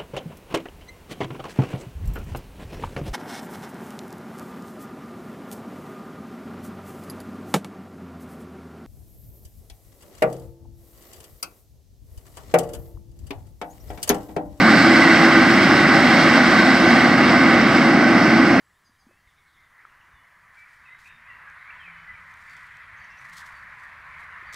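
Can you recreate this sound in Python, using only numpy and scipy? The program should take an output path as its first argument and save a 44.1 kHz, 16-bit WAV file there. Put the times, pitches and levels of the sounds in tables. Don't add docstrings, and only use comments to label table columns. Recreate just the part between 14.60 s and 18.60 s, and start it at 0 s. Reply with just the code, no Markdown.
import sys
import numpy as np
from scipy import signal
from scipy.fft import rfft, irfft
from scipy.io import wavfile
from scipy.ndimage import uniform_filter1d, minimum_filter1d

SR = 44100
rng = np.random.default_rng(int(sys.argv[2]) if len(sys.argv) > 2 else 0)


def to_wav(sig):
    pcm = np.clip(np.atleast_2d(sig), -1, 1) * 32767
    pcm = np.round(pcm).astype(np.int16)
    wavfile.write(sys.argv[1], SR, pcm.T)


N = 176400
TIME = np.arange(N) / SR
FREQS = np.fft.rfftfreq(N, 1 / SR)
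FRAMES = dict(nperseg=1024, noverlap=768)


def gain_of(db):
    return 10 ** (np.asarray(db) / 20)


def unit_level(x):
    return x / np.sqrt(np.mean(abs(x) ** 2) + 1e-20)


def over_pitch(table):
    hz, value = np.transpose(table)
    return np.interp(np.log(FREQS + 1), np.log(hz + 1), value)


def over_time(table, times=TIME):
    return np.interp(times, *np.transpose(table))


def wander(rate_hz):
    smoothing = np.exp(-(FREQS / rate_hz) ** 2) * (FREQS > 0)
    return unit_level(irfft(rfft(rng.standard_normal(N)) * smoothing, N))


def noise_spectra(shape):
    return rfft(rng.standard_normal((2, N))) * gain_of(over_pitch(shape))


# frequency in Hz, left minus right in dB.
PORT_BALANCE = [(40, 2), (130, .3), (320, -.7), (440, -.2), (650, -.6), (900, -1.8), (1050, 0),
                (1450, -1.7), (1720, -1), (1900, -3.5), (2250, -1.3), (2520, -3.7), (2780, -3.8),
                (3050, 1.7), (3250, -.2), (3440, 3.5), (3850, 2.5), (4200, -1), (4600, -1.5), (4900, -4.3),
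                (5200, -2), (5600, -6), (6100, -7.5), (6800, 1), (7400, -.8), (8600, 5), (10000, 1),
                (11300, 3.5), (12600, -4), (14200, -4), (15500, 0)]
# frequency in Hz, the left one's lead in radians.
PORT_LEAD = [(30, -.15), (90, -.26), (260, -.18), (400, -.11), (780, -.19), (970, 0), (1150, -.25),
             (1600, -.26), (1780, -.48), (2100, -.25), (2450, -.64), (2900, -.77), (3150, .15), (3380, .5),
             (3520, -.4), (3700, -.3), (4050, -.97), (4400, -.7), (4700, -1.05), (5000, -.7), (5400, -1.1),
             (6050, -.65), (6400, .15), (6750, .1), (7050, -1), (7400, -.45), (8200, -1.2), (9200, -3),
             (13000, -3.5), (15000, -2)]

def ports(left, right):
    lean = gain_of(over_pitch(PORT_BALANCE) / 2) * np.exp(.5j * over_pitch(PORT_LEAD))
    return irfft(np.array([left * lean, right / lean]), N)


# frequency in Hz, likeness from 0 to 1.
PORT_LIKENESS = [(30, .96), (120, .996), (300, .999), (440, .989), (650, .994), (950, .976), (1200, .986),
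                 (1780, .96), (2050, .975), (2600, .84), (3200, .91), (3440, .6), (3700, .86), (5000, .8),
                 (6000, .64), (6600, .82), (7100, .6), (8000, .63), (9500, .52), (15000, .45)]

def turbulence(shape):
    shared, separate = noise_spectra(shape)
    likeness = np.clip(over_pitch(PORT_LIKENESS), 0, 1)
    right = likeness * shared + np.sqrt(1 - likeness ** 2) * separate
    return unit_level(ports(shared, right))


def moving_air(sound, drift, drift_weight, flutter_db, flutter_hz, patchy_db):
    hz, times, slices = signal.stft(sound, SR, **FRAMES)
    patches = uniform_filter1d(rng.standard_normal(slices.shape[1:]), size=14, axis=0)
    patches = unit_level(uniform_filter1d(patches, size=16, axis=1))
    flutter = np.interp(times, TIME, wander(flutter_hz))
    drift_db = drift_weight(hz)[:, None] * over_time(drift, times)
    change_db = drift_db + flutter_db * flutter + patchy_db * patches
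    return signal.istft(slices * gain_of(change_db), SR, **FRAMES)[1][:, :N]


def stirred_tone(hz, db, unsteady, stir_hz):
    stir = (wander(stir_hz) + 1j * wander(stir_hz)) / np.sqrt(2)
    steady = np.exp(2j * np.pi * np.cumsum(hz) / SR)
    return gain_of(db) * unit_level(((1 + unsteady * stir) * steady).real)


# frequency in Hz, relative level in dB.
BREEZE_SHAPE = [(10, -3), (30, 0), (60, 4), (90, 6), (140, -6), (300, -32)]

def breeze(db=-56):
    gusts_db = 2.5 * wander(4)
    return gain_of(db + gusts_db) * unit_level(irfft(noise_spectra(BREEZE_SHAPE), N))


def drive_whine(speed, hz=463):
    return stirred_tone(hz * speed, db=-48, unsteady=0.71, stir_hz=3.6)


# multiple of the crank's turning rate, level in dB.
ENGINE_NOTES = [(1, -60.5), (2, -46.5), (3, -43)]

def engine_hum(speed, crank_hz=40.9):
    return sum(stirred_tone(multiple * crank_hz * speed, db, unsteady=0.22, stir_hz=2.5)
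               for multiple, db in ENGINE_NOTES)


# multiple of the blade rate, base level in dB, wobble (0 is steady).
BLADE_NOTES = [(1, -28, 0.23), (2, -43, 1.1)]
# time in seconds, level change in dB.
BLADE_SWELLS = [(0, -4), (.17, -14), (.25, 9.5), (.52, 7), (.8, 8.5), (.95, -1), (1.15, 2), (1.42, 1),
                (1.85, -11.5), (2.03, -0.5), (2.4, 2), (2.6, -7), (2.85, 2), (3.05, -8), (3.3, 2),
                (3.8, 4.5), (4, -6)]

def blade_tone(speed, blade_hz=329):
    notes = sum(stirred_tone(multiple * blade_hz * speed, db, unsteady, stir_hz=9.6)
                for multiple, db, unsteady in BLADE_NOTES)
    return notes * gain_of(over_time(BLADE_SWELLS))


# time in seconds, level change in dB.
LOW_RING_SWELLS = [(0, 6), (.25, 3.5), (.5, 4), (.63, -1), (.76, 2.5), (.95, -5), (1.12, -1), (1.3, -1),
                   (1.45, -2), (1.8, -3), (1.98, 1.5), (2.35, 2), (2.57, -9), (2.8, 2), (3.3, -6),
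                   (3.52, 1.5), (3.72, -3), (4, -4)]
HIGH_RING_SWELLS = [(0, 1), (.35, 1), (.5, 4.5), (1.1, -7), (1.35, -1), (1.55, -3), (1.85, 1), (2.1, -2),
                    (2.55, -4), (2.85, 3.5), (3.15, -3), (3.55, 0), (4, -15)]

def duct_ring(swells, hz, width_hz, db):
    flutter = wander(width_hz) + 1j * wander(width_hz)
    ring = unit_level((flutter * np.exp(2j * np.pi * hz * TIME)).real)
    spectrum = rfft(ring * gain_of(db + over_time(swells)))
    return ports(spectrum, spectrum)


# time in seconds, spacing of the dips in Hz, echo strength from 0 to 1.
GROUND_BOUNCE = [(0, 2900, .16), (.22, 3060, 0.2), (.6, 3100, 0.02), (1.5, 3250, 0), (2.4, 3400, 0),
                 (3.1, 3600, 0), (3.4, 3750, .28), (4, 3680, 0.2)]

def ground_echo(sound, scatter_hz=7500):
    hz, times, slices = signal.stft(sound, SR, **FRAMES)
    when, dip_hz, strength = np.transpose(GROUND_BOUNCE)
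    scattering = 1 + (hz[:, None] / scatter_hz) ** 4
    echo = np.interp(times, when, strength) / scattering
    delay = np.exp(-2j * np.pi * hz[:, None] / np.interp(times, when, dip_hz))
    return signal.istft(slices * (1 - echo * delay), SR, **FRAMES)[1][:, :N]


# frequency in Hz, relative level in dB.
HISS_SHAPE = [(1500, -29), (2500, -2.5), (2790, 4), (3000, -2), (3220, 5.5), (3440, -2.5), (3620, 2),
              (4400, 1.4), (5400, 0.2), (5800, -9), (6100, -8.5), (6830, -18.5), (7400, -13.2), (8000, -12),
              (8900, -19.5), (9900, -28.5), (11300, -22), (12600, -38), (14400, -23), (15100, -36),
              (15600, -37)]
# time in seconds, level change in dB at centre_hz.
HISS_SWELLS = [(0, 0), (.2, 3), (.42, 1.4), (.6, 2.2), (.75, 0.9), (1.03, 1.4), (1.2, 0.3), (1.58, 2),
               (1.8, 1.3), (2.05, 1), (2.4, .6), (2.55, -1.6), (2.68, -0.5), (3.05, -2.5), (3.2, -0.7),
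               (3.36, -3.5), (3.66, -2), (4, -3.5)]

def spray(db=-28, centre_hz=4070, swing_per_octave=0.34):
    weight = lambda hz: 1 + swing_per_octave * np.clip(np.log2((hz + 1) / centre_hz), -1, 1)
    hiss = turbulence(HISS_SHAPE)
    hiss = moving_air(hiss, HISS_SWELLS, weight, flutter_db=0.62, flutter_hz=22, patchy_db=0.67)
    return gain_of(db) * ground_echo(hiss)


# frequency in Hz, relative level in dB.
RUSH_SHAPE = [(200, -54), (400, -12), (470, -9), (560, -4), (680, -3.5), (800, -3), (900, -10), (970, -10),
              (1120, -3.5), (1250, -3), (1350, -6.5), (1470, -1.5), (1550, -4.5), (1610, -3), (1760, -7),
              (1900, -3.5), (2015, -3), (2100, -4.5), (2210, -3.5), (2350, -11.5), (2480, -16.5),
              (2790, -14.5), (3050, -23.5), (4500, -50)]
# time in seconds, level change in dB.
RUSH_FADE = [(0, 2), (.33, 1.3), (.58, 2), (1.1, 0.9), (1.6, 0.9), (2.2, 0), (2.55, -1), (2.9, 0),
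             (3.35, -2), (3.6, -1), (4, -2.5)]

def fan_rush(db=-16, fades_from_hz=650, fades_fully_hz=1450):
    weight = lambda hz: np.interp(hz, [fades_from_hz, fades_fully_hz], [0, 1])
    rush = turbulence(RUSH_SHAPE)
    rush = moving_air(rush, RUSH_FADE, weight, flutter_db=0.27, flutter_hz=25, patchy_db=0.58)
    return gain_of(db) * rush


# frequency in Hz, relative level in dB.
BOOM_SHAPE = [(10, -42), (30, -40), (50, -34), (70, -29), (100, -18.5), (130, -14), (165, -8), (200, -5),
              (232, 0.5), (265, 0), (305, -4), (345, -2.5), (365, -10.5), (400, -17), (450, -28),
              (700, -74)]
# time in seconds, level change in dB.
BOOM_SWELLS = [(0, 1.2), (.5, -1.5), (1.1, -0.3), (1.25, -1), (2, -1), (2.3, -0.7), (3, 0), (3.4, 0.1),
               (4, 0.5)]

def fan_boom(db=-15.5, steadying=0.25, window_s=0.039):
    roar = turbulence(BOOM_SHAPE)
    power = (abs(signal.hilbert(roar)) ** 2).mean(0)
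    power = uniform_filter1d(power, size=int(window_s * SR))
    roar = unit_level(roar / (power + 1e-9) ** steadying)
    return gain_of(db + over_time(BOOM_SWELLS)) * roar


def scene():
    fan = fan_boom() + fan_rush()
    fan += duct_ring(LOW_RING_SWELLS, hz=1525, width_hz=48, db=-25.5)
    fan += duct_ring(HIGH_RING_SWELLS, hz=2015, width_hz=69, db=-28.5)
    hiss = spray()
    speed = 1 + 0.0014 * wander(2.1)
    tones = rfft(engine_hum(speed) + blade_tone(speed) + drive_whine(speed))
    return fan + hiss + ports(tones, tones) + breeze()


def record(dry, ceiling=0.95, top_hz=15780):
    allowed_gain = np.minimum(1, ceiling / (abs(dry).max(0) + 1e-9))
    smooth_gain = uniform_filter1d(minimum_filter1d(allowed_gain, size=161), size=161)
    treble_cut = signal.firwin(511, top_hz, window=("kaiser", 9), fs=SR)
    return signal.oaconvolve(dry * smooth_gain, treble_cut[None], "same")


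dry = scene()
out = record(dry)
to_wav(out)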